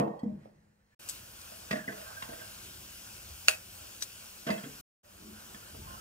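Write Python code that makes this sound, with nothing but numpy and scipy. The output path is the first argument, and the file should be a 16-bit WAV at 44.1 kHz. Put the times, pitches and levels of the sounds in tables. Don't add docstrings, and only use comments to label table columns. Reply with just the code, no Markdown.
import sys
import numpy as np
from scipy import signal
from scipy.fft import rfft, irfft, next_fast_len
from scipy.io import wavfile
from scipy.ndimage import uniform_filter1d, map_coordinates

SR = 44100
rng = np.random.default_rng(int(sys.argv[2]) if len(sys.argv) > 2 else 0)


def inscribe(sig):
    pcm = np.round(np.clip(np.atleast_2d(sig).T, -1, 1) * 32767)
    wavfile.write(sys.argv[1], SR, pcm.astype(np.int16))


def makeup_ratio(level_db):
    decades = np.asarray(level_db, float) / 20
    return 10 ** decades


N = 264801

# (start [s], end [s], fade-in [s])
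SHOTS = [
    (-1, .949, .002),
    (.991, 4.812, .007),
    (5.03, 7, .015),
]


def unit(x):
    return x / np.sqrt(np.mean(x ** 2) + 1e-20)


def along(f, v, hz):
    return np.interp(np.log(hz + 1), np.log(np.asarray(f) + 1), v)


def power_sum(*levels_db):
    return np.sqrt(sum(makeup_ratio(db) ** 2 for db in levels_db))


def wobble(rate_hz):
    knots = rng.standard_normal(int(N * rate_hz / SR) + 4)
    return map_coordinates(knots, [np.arange(N) * rate_hz / SR])


def filtered(x, response):
    m = next_fast_len(x.shape[-1] + 8192)
    return irfft(rfft(x, m) * response(np.fft.rfftfreq(m, 1 / SR)), m)[..., :x.shape[-1]]


def add(track, s, x):
    at = round(s * SR)
    x = x[..., max(-at, 0):N - at]
    track[:, max(at, 0):max(at, 0) + x.shape[-1]] += x


def rush(spectrum, patchy_db):
    z = signal.stft(rng.standard_normal((2, N)), nperseg=512)[2]
    field = uniform_filter1d(rng.standard_normal(z.shape[1:]), size=5, axis=0)
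    field = uniform_filter1d(field, size=10, axis=1)
    pair = signal.istft(z * makeup_ratio(patchy_db * unit(field)), nperseg=512)[1][:, :N]
    return unit(filtered(pair, lambda hz: makeup_ratio(along(*np.transpose(spectrum), hz))))


def ring(modes, push, spread_db):
    t = np.arange(SR // 3) / SR
    body = 0
    for hz, db, t60 in modes:
        strength_db = db + spread_db * rng.standard_normal()
        body = body + makeup_ratio(strength_db - 60 * t / t60) * np.sin(2 * np.pi * hz * t)
    out = signal.fftconvolve(push, body[None], axes=1)
    return out / np.abs(out[0]).max()


def drops():
    # (frequency [Hz], level [dB], t60 [s])
    board_modes = [(146, -13, 0.49), (214, 1, 0.079), (253, -10.5, 0.053), (286.8, -10, 0.16),
                   (322, -9.5, 0.1), (430.3, -10.5, 0.11), (474.4, -10.5, 0.17)]
    jar_modes = [(537, -16, 0.033), (621.5, 3.5, 0.22), (678.4, 14, 0.064), (800, -6.5, 0.05),
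                 (933, -6, 0.08), (1095, 10.5, 0.026), (1230, -2, 0.051), (1380, -19.5, 0.065),
                 (1450, -10, .1), (1760, -5.5, 0.058), (1900, 3.5, 0.026), (2056, -1.5, 0.037),
                 (2440, -11, 0.03), (2646, -3, 0.029), (2970, -30, 0.081), (3284, -14.5, 0.054),
                 (3740, -16, 0.027), (4690, -15.5, 0.041)]
    # (time [s], board peak [dB], wall peak [dB], blade peak [dB], contact [s])
    landing = [
        (-.02, -18, -30.5, -67, 0.019),
        (.076, -30, -33.5, -70, 0.0029),
    ]
    falls = [(1.7085, -28.5, -31, -19, 0.0041), (1.726, -30, -26, -25, 0.0044),
             (1.754, -45, -63, -34, 0.012), (1.788, -58, -52, -37, 0.008), (1.874, -30, -41, -37, 0.0092),
             (1.92, -56, -40.5, -39, 0.0062), (1.977, -92, -56, -40.5, 0.002),
             (2.012, -65, -44.5, -41, 0.0046), (2.223, -41, -40, -30.5, 0.0021),
             (2.288, -40, -42.5, -42, 0.0048), (2.328, -55, -62, -39, 0.0056),
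             (2.389, -63, -48.5, -42.5, 0.01), (4.4656, -26, -31.5, -26.5, 0.0063),
             (4.486, -54.5, -23.5, -30, 0.0054), (4.501, -22.5, -29.5, -24.5, 0.0057),
             (4.534, -46, -35, -38, 0.0058), (4.574, -56, -46.5, -41, 0.0084),
             (4.634, -34, -44, -37.5, 0.0037), (4.663, -40, -67, -54, 0.0073),
             (5.544, -44, -47, -40.5, 0.0027), (5.744, -41, -44.5, -56, 0.0034)]
    wall = [m for m in jar_modes if m[0] < 1300]
    blades = [m for m in jar_modes if m[0] > 1300]
    out, t = np.zeros((2, N)), np.arange(SR // 10) / SR
    for s, board_db, wall_db, blade_db, contact_s in landing + falls:
        rattle = rng.standard_normal((2, len(t))) * makeup_ratio(2.1 * rng.standard_normal(len(t)))
        push = rattle * t * np.exp(-t / contact_s)
        push = push / np.abs(push).max()
        slap = filtered(push, lambda f: 1 / (1 + 1j * f / 3500) ** 2)
        add(out, s, makeup_ratio(board_db) * ring(board_modes, push * [[1], [.3]], spread_db=2))
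        add(out, s, makeup_ratio(wall_db) * ring(wall, push, spread_db=0.5))
        add(out, s, makeup_ratio(blade_db - 6) * ring(blades, push, spread_db=2))
        add(out, s, makeup_ratio(blade_db + 3.5) * slap)
    return filtered(out, lambda f: (1j * f / (110 + 1j * f)) ** 3)


def rocks():
    # (time [s], peak [dB], frequency [Hz], swell [s], t60 [s])
    swings = [
        (.0009, -14, 254, .0006, 0.022),
        (0.236, -24.5, 229, 0.005, 0.029),
        (0.262, -23.5, 215.3, 0.014, 0.056),
        (0.317, -38, 215.7, 0.0079, 0.067),
        (0.358, -56, 227, 0.0069, 0.034),
        (0.4, -57, 218, 0.009, 0.062),
    ]
    pings = [(.082, -31.5, 810, .002, 0.023), (0.195, -58, 1930, .004, 0.075),
             (.237, -32, 700, 0.0008, 0.014), (.461, -36, 616, 0.00057, 0.0093),
             (0.912, -67.5, 1740, 0.0067, 0.09), (1.523, -39.5, 638, .002, 0.027),
             (1.845, -46, 1620, 0.0028, 0.03), (1.865, -49, 215, .004, 0.036),
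             (1.882, -30.5, 1970, 0.003, 0.021), (1.894, -35, 1558, 0.0022, 0.039),
             (2.166, -44.5, 1588, 0.0047, 0.3), (2.224, -33.5, 1028, 0.0018, 0.051),
             (2.225, -43, 1810, 0.0018, 0.049), (3.309, -48, 72.4, 0.012, 0.16),
             (4.474, -42, 2970, .002, 0.082), (4.504, -30, 2056, .003, 0.07),
             (4.516, -40.5, 2646, 0.0045, 0.18), (4.579, -51.5, 3284, .003, 0.082),
             (5.04, -63, 589, 0.022, .3), (5.225, -52, 214.4, 0.017, 0.56),
             (1.715, -37, 2630, 0.0016, 0.03), (1.732, -33, 1845, .002, .02),
               (1.739, -35, 1725, .003, .04), (1.733, -30.5, 664, .004, .08),
               (1.758, -42, 1900, .003, 0.035), (1.771, -43, 1530, .003, 0.044),
               (1.784, -47, 1700, .003, 0.035), (1.794, -39, 1680, .002, .03),
               (1.803, -48, 1810, .003, 0.036), (1.889, -30, 1780, .002, 0.022),
               (1.915, -46, 1720, 0.0065, .1), (1.98, -47, 622, .008, 0.09),
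               (2.225, -42, 2780, 0.0022, .05), (2.228, -44, 890, .002, .06),
               (2.29, -43.5, 224, .006, 0.085), (2.295, -46.5, 317, .004, 0.072),
               (2.372, -53.5, 483, 0.01, 0.14), (4.49, -27.5, 665, .006, 0.097),
               (4.505, -44, 4800, .003, .06), (4.478, -36.5, 1554, 0.0032, 0.067),
               (4.58, -47.5, 1723, 0.0036, .08), (4.634, -50.5, 1763, 0.0036, 0.072),
               (4.65, -47, 1590, .003, .04), (4.634, -56, 3275, 0.0035, 0.11),
               (4.664, -38.5, 262, .003, .04), (4.503, -26, 215, .006, .06), (1.737, -31, 230, .004, .05),
               (1.76, -36, 250, .003, .04), (1.713, -36, 1150, .002, .04), (2.29, -44, 655, .006, .2),
               (.245, -40, 480, .005, .1), (.27, -42, 620, .006, .1)]
    chimes = [(-.01, -49.5, 1850, 0.003, 0.48), (-.01, -57, 2670, 0.0014, 0.36),
              (-.01, -68, 3160, 0.0018, 0.42), (-.01, -69, 4620, 0.0018, 0.31),
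              (-.01, -33, 692, 0.0089, .25), (-.01, -34, 327.4, 0.0067, 0.21),
              (-.01, -39.5, 1079, 0.0056, 0.22), (.196, -65, 4500, .002, 0.074),
              (.196, -69, 7860, .002, .06), (.238, -60.5, 1980, .003, .05), (-.01, -63, 7360, .002, 0.13),
              (0.194, -61, 3220, 0.0011, 0.13), (.36, -61.5, 208, 0.015, 1.9)]
    out, flutter_db, waver_rad = np.zeros((2, N)), 2.5 * wobble(80), .7 * wobble(90)
    for k, (s, db, hz, swell_s, t60) in enumerate(swings + pings + chimes):
        t = np.arange(int(SR * min(t60 + 4 * swell_s, .62))) / SR
        own = slice(k * 3000, k * 3000 + len(t))
        loose = min(hz / 1000, 1) * (k >= len(swings))
        shape = (1 - np.exp(-t / swell_s)) ** 2 * makeup_ratio(-60 * t / t60)
        shape = shape / shape.max() * makeup_ratio(loose * flutter_db[own])
        tone = np.sin(2 * np.pi * hz * t + loose * waver_rad[own])
        add(out, s - .004, makeup_ratio(db) * shape * tone * [[1], [.2]])
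    return out


def rolling():
    # (time [s], wall level [dB], blade level [dB])
    rubs = [(1.724, -45, -49), (1.888, -45.5, -62), (1.974, -45, -63), (2.08, -59, -50), (2.18, -54, -49),
            (2.3, -43.5, -50), (2.42, -52, -44.5)]
    rise_db_per_s, fall_db_per_s = 455, 197
    t = np.arange(N) / SR

    def fit_db(s):
        return np.minimum(rise_db_per_s * (t - s), fall_db_per_s * (s - t))

    def mode(hz, width_hz):
        noise = rng.standard_normal((2, N))
        return unit(filtered(noise, lambda f: (f * width_hz / (hz * hz - f * f + 1j * f * width_hz)) ** 2))

    wall = power_sum(*[wall_db + fit_db(s) for s, wall_db, _ in rubs])
    blade = power_sum(*[blade_db + fit_db(s) for s, _, blade_db in rubs])
    wall_hum = wall * makeup_ratio(-4.5 + 1.2 * wobble(29.87)) * mode(648, 43)
    blade_hum = blade * makeup_ratio(-5.0 + 2.1 * wobble(30.3)) * mode(1587, 74)
    return wall_hum + blade_hum


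def snap():
    # (time [s], peak [dB])
    cracks = [
        (3.4833, -6.5),
        (3.484, -17.5),
        (3.4898, -15.5),
        (3.4946, -17),
        (3.503, -28.5),
        (3.512, -30),
        (3.527, -34.5),
        (3.5345, -34.5),
    ]
    # (frequency [Hz], width [Hz], level [dB])
    pod_modes = [(700, 200, -13), (1450, 490, -13), (2630, 300, -5), (4400, 560, -10.5), (6300, 1080, -14),
                 (9700, 2100, -14.5), (12100, 1800, -17.5), (15000, 2300, -22.5)]

    def pod(f):
        return sum((-1) ** k * makeup_ratio(db) * 1j * f * width / (hz * hz - f * f + 1j * f * width)
                   for k, (hz, width, db) in enumerate(pod_modes))

    out, t = np.zeros((2, N)), np.arange(SR // 8) / SR
    for s, db in cracks:
        noise = rng.standard_normal((2, len(t))) * [[1], [.6]]
        crack_and_crackle = makeup_ratio(-60 * t / 0.011) + 0.098 * makeup_ratio(-60 * t / 0.18)
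        crack = filtered(noise * crack_and_crackle, pod)
        add(out, s, makeup_ratio(db) * crack / np.abs(crack[0]).max())
    pop = (1 - np.exp(-t / .0007)) * makeup_ratio(-60 * t / .013) * np.sin(2 * np.pi * 2750 * t)
    add(out, 3.4837, makeup_ratio(-2.5) * pop * [[1], [-.3]])
    return out


def pops():
    # (time [s], peak [dB], frequency [Hz], swell [s], t60 [s])
    bursts = [(1.0885, -34, 7800, .003, 0.019), (1.0963, -28, 7800, .0001, 0.012),
              (3.4835, -17, 1450, .0004, .011), (3.4834, -12, 4400, .0002, .007),
              (3.4845, -28, 630, .001, .08), (3.4838, -20, 1950, .0003, .008),
              (3.4847, -16.5, 6820, .0002, 0.0094), (3.4891, -18, 2740, .0004, 0.022),
              (3.5005, -32.5, 2600, .001, 0.024), (3.511, -28.5, 2600, .0015, .035),
              (3.525, -32.5, 2600, .001, .025), (3.535, -34.5, 2556, .002, .06),
              (4.007, -41, 5930, .0004, .012), (4.019, -36, 5970, .004, 0.052),
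              (4.0232, -34, 7900, .0005, 0.013), (4.0227, -35.5, 4000, .0006, 0.018)]
    out, t = np.zeros((2, N)), np.arange(SR // 10) / SR
    rough_db = 3 * wobble(500)
    for s, db, hz, swell_s, t60 in bursts:
        shape = (1 - np.exp(-t / swell_s)) * makeup_ratio(-60 * t / t60)
        level = makeup_ratio(db + rough_db[round(s * SR):][:len(t)])
        add(out, s, level * shape / shape.max() * np.sin(2 * np.pi * hz * t) * [[1], [.3]])
    return out


def tears():
    # (time [s], peak [dB], centre [Hz], swell [s], t60 [s])
    rips = [(0.192, -57.5, 4500, 0.0018, 0.059), (0.232, -56.5, 4520, .002, .05),
            (1.076, -37.5, 7010, 0.0027, 0.039), (1.086, -28.5, 7050, 0.006, 0.076),
            (1.0963, -28.5, 7000, .0002, 0.11), (1.414, -40, 4972, 0.0012, 0.025),
            (1.711, -43, 4500, .002, .06), (2.2242, -33.5, 3140, .0004, 0.033),
            (3.4753, -29, 3194, 0.0066, 0.057), (3.815, -47, 3000, 0.0024, .03),
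            (4.006, -35.5, 5900, 0.012, .07), (4.021, -32.5, 1450, .002, 0.028),
            (4.022, -24, 4900, 0.0015, 0.045), (4.031, -30.5, 7100, 0.0014, 0.058),
            (4.47, -38.5, 3000, 0.0032, 0.11), (4.5, -39.5, 3516, 0.0036, 0.099),
            (5.545, -40.5, 2505, 0.002, .04), (3.5, -32.5, 7000, .008, .2), (1.712, -36, 3000, .004, .12),
            (1.745, -41.5, 2200, .01, .2), (4.515, -39.5, 2000, .008, .22), (4.575, -46, 2200, .005, .15),
            (4.63, -44.5, 2000, .006, .16), (2.232, -41.5, 1800, .004, .1)]
    out, t = np.zeros((2, N)), np.arange(SR // 8) / SR
    for s, db, hz, swell_s, t60 in rips:
        spikes = rng.standard_normal((2, len(t))) * makeup_ratio(1.8 * rng.standard_normal(len(t)))
        shape = (1 - np.exp(-t / swell_s)) * makeup_ratio(-60 * t / t60)
        burst = filtered(spikes * shape, lambda f: 1j * f * hz / (hz * hz - f * f + .7j * f * hz) + 0.22)
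        add(out, s, makeup_ratio(db) * burst / np.abs(burst[0]).max())
    return out


def afterglow():
    # (landing level [dB], t60 [s], lingering level [dB], its t60 [s])
    fades = [
        (-56, 0.31, -64, 3.35),
        (-31, 0.6, -60, 2.34),
        (-41.5, 0.074, -67, 3.86),
        (-69, 0.12, -76.5, 8.5),
    ]
    # (time [s], top level [dB], fizz level [dB])
    touches = [(.45, -75, -88), (.93, -79, -92)]
    # (frequency [Hz], level [dB per Hz])
    boom_spectrum = [(25, -30), (60, -11), (110, -3.5), (160, 3.5), (210, -3.5), (280, -5.5), (420, -7.5),
                     (520, -56.5)]
    body_spectrum = [(350, -28.5), (450, 10.5), (680, 3.5), (900, 3.5), (1150, -1.5), (1350, -24),
                     (1700, -45)]
    top_spectrum = [(1200, -9), (1400, -6), (1900, -2.5), (2300, -9), (2700, -10.5), (3300, -15.5),
                    (4000, -17), (5000, -37.5)]
    fizz_spectrum = [(3000, -35.5), (4000, 0.5), (7000, -2), (9900, -5.5), (11500, -11.5), (13000, -6),
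                     (15700, -11)]
    t = np.arange(N) / SR
    boom, body, top, fizz = [power_sum(db - 60 * t / t60, late_db - 60 * t / late_t60)
                             for db, t60, late_db, late_t60 in fades]
    since_s = np.maximum(t - .23, 0)
    boom = boom + (1 - np.exp(-since_s / .04)) * makeup_ratio(-40 - 60 * since_s / .6)
    for s, top_db, fizz_db in touches:
        touch = np.exp(-((t - s) / 0.04) ** 2)
        top = top + makeup_ratio(top_db) * touch
        fizz = fizz + makeup_ratio(fizz_db) * touch
    low = boom * rush(boom_spectrum, patchy_db=2.5) + body * rush(body_spectrum, patchy_db=0.5)
    high = top * rush(top_spectrum, patchy_db=-1.5) + fizz * rush(fizz_spectrum, patchy_db=2.0)
    return (low + high) * (t < SHOTS[0][1])


def squeal():
    # (time [s], length [s], frequency [Hz], level [dB])
    squeaks = [(5.8, .075, 860, -58), (5.865, .105, 1025, -49), (5.968, .06, 1295, -49)]
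    climb_hz_per_s, edge_s = 500, .012
    out, rough = np.zeros((2, N)), wobble(60)
    for s, length_s, hz, db in squeaks:
        t = np.arange(int(length_s * SR)) / SR
        shape = np.clip(np.minimum(t, length_s - t) / edge_s, 0, 1) * makeup_ratio(db + 1.5 * rough[-len(t):])
        pitch_hz = (hz + climb_hz_per_s * t) * (1 + .022 * rough[:len(t)])
        phase = 2 * np.pi * np.cumsum(pitch_hz) / SR
        add(out, s, shape * np.sin(phase + np.array([[0], [1.5]])))
    return out


def air():
    # (frequency [Hz], level [dB per Hz])
    rumble_spectrum = [(12, -36), (20, -25), (49, -2.5), (81, -2), (102, 0.5), (135, -9.5), (170, -12),
                       (220, -49.5), (370, -120)]
    hum_spectrum = [(130, -35), (170, 0), (210, 3.5), (260, -6), (340, -2), (430, -4.5), (520, -29)]
    bustle_spectrum = [(400, -21.5), (480, -4), (640, -3.5), (800, -5), (1050, -3.5), (1250, -5),
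                       (1500, -0.5), (1750, -7), (2000, -13), (2300, -48.5)]
    hiss_spectrum = [(1500, -41.5), (1900, -13), (2150, -5.5), (2500, -0.5), (2830, 1), (3350, -4),
                     (3760, -4.5), (4850, -2), (6440, -2.5), (10200, -4), (11100, -5.5), (14900, -3.5),
                     (15750, -4.5)]
    # (rumble [dB], hum [dB], bustle [dB], hiss [dB])
    rest_db = (-61, -64.5, -56.5, -49)
    # (time [s], gain [dB])
    gain_points = [(.995, -3.5), (1.15, 2), (1.25, -2.5), (1.4, -0.5), (1.7, -0.5), (1.84, -4), (2.0, 0.5),
                   (2.3, 1), (3.45, 0.55), (3.62, -2), (3.8, 1), (4.3, -0.5), (4.81, 0), (5.035, -15),
                   (5.12, -7.5), (5.25, -4.5), (5.5, -1.5), (6.0, -1.5)]
    # (time [s], half-length [s], rumble lift [dB], hum lift [dB], bustle lift [dB])
    stirs = [(1.757, 0.29, -3, 2, 5.5), (2.247, 0.33, 0, -2, 3.5), (2.745, 0.19, 3, 3, -0.5),
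             (3.318, 0.099, 2, 0.5, -0.5), (3.628, 0.078, -2, 1, -0.5), (3.9, 0.087, -0.5, 1, 0.5),
             (4.25, 0.26, -3.5, 0, -1), (4.569, .1, -23, 3, 6), (5.275, 0.13, 3.5, 10.5, 0.5),
             (5.547, 0.099, 6, 7, 3.5), (5.776, 0.059, 8.5, 8.5, -2), (5.906, 0.1, 10, 7.5, 4)]
    t = np.arange(N) / SR
    gain_db = np.interp(t, *np.transpose(gain_points))
    lifts_db = sum(np.outer([*lift_db, 0], np.exp(-((t - s) / half_s) ** 2)) for s, half_s, *lift_db in stirs)
    gain_share = np.array([[0.52], [0.52], [0.52], [1]])
    levels_db = np.array(rest_db)[:, None] + gain_db * gain_share + lifts_db
    rumble_db, hum_db, bustle_db, hiss_db = levels_db
    rumble = makeup_ratio(rumble_db + 1.3 * wobble(6.5)) * rush(rumble_spectrum, patchy_db=0.0)
    hum = makeup_ratio(hum_db + .8 * wobble(12)) * rush(hum_spectrum, patchy_db=.7)
    bustle = makeup_ratio(bustle_db - 2.5 + .8 * wobble(11)) * rush(bustle_spectrum, patchy_db=1.3)
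    hiss = makeup_ratio(hiss_db + 0.28 * wobble(6.1)) * rush(hiss_spectrum, patchy_db=1.46)
    return np.where(t > SHOTS[0][1], rumble + hum + bustle + hiss, makeup_ratio(-10.5) * rumble)


def kitchen(x):
    # (frequency [Hz], t60 [s])
    decay = [(200, 0.38), (700, 0.32), (2000, 0.21), (6000, 0.042), (15000, 0.28)]
    hz, t, z = signal.stft(rng.standard_normal((2, SR // 2)), SR, nperseg=256)
    t60 = along(*np.transpose(decay), hz)[:, None]
    tail = signal.istft(z * makeup_ratio(-60 * t / t60), SR, nperseg=256)[1]
    late = np.pad(x, (200, 0))[None]
    return signal.fftconvolve(late, tail / np.linalg.norm(tail[0]), axes=1)[:, :N]


def ports(pair, nearness):
    # (frequency [Hz], likeness [0-1], left lead [rad], left-right [dB])
    port_rows = [(150, 0.94, -2.5, 0.5), (302, 0.84, -5.5, -1), (446, 0, -0.76, 0), (642, 0.34, 2.5, -5.5),
                 (876, 0.42, 3.5, -4.5), (1390, 0.8, 1.5, -4.5), (1960, 0.2, 2, -2), (2670, 0.03, 2, -1),
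                 (3280, 1, 1, -1), (4000, 0.78, 2.5, 6.5), (4900, 1, 1.5, 4), (7550, .1, 1.5, 3),
                 (8250, 0.2, 1, -1), (10900, 0.3, 2, 3), (13700, 0.2, 5, 2)]
    f, alike, lead_rad, balance_db = np.transpose(port_rows)
    side = np.array([[.5], [-.5]])

    def mix(hz):
        turn = np.arccos(np.clip(along(f, alike + nearness * (1 - alike), hz), 0, 1)) / 2
        return np.array([np.cos(turn), np.sin(turn)])

    def tilt(hz):
        apart = np.clip((hz - 300) / 200, 0, 1)
        return makeup_ratio(side * along(f, balance_db, hz)) * np.exp(1j * side * apart * along(f, lead_rad, hz))

    same, other = filtered(pair, mix)
    return filtered(np.array([same + other, same - other]), tilt)


def scene():
    knocks = drops() + rocks() + rolling()
    cracks = tears() + makeup_ratio(2.0) * snap() + pops()
    room = makeup_ratio(-8.5) * kitchen(knocks[0]) + makeup_ratio(-15) * kitchen(cracks[0])
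    far = ports(air() + afterglow() + squeal() + room, nearness=0)
    return far + ports(knocks, nearness=0.44) + ports(cracks, nearness=0.15)


def top_cut(x):
    return signal.sosfilt(signal.butter(12, 16520, fs=SR, output="sos"), x)


def record(dry):
    t = np.arange(N) / SR
    gate = 0
    for start_s, end_s, fade_s in SHOTS:
        gate = gate + np.clip((t - start_s) / fade_s, 0, 1) * np.clip((end_s - t) / .004, 0, 1)
    mix = filtered(dry, lambda hz: hz < 15640) * gate
    return top_cut(mix)


dry = scene()
out = record(dry)
inscribe(out)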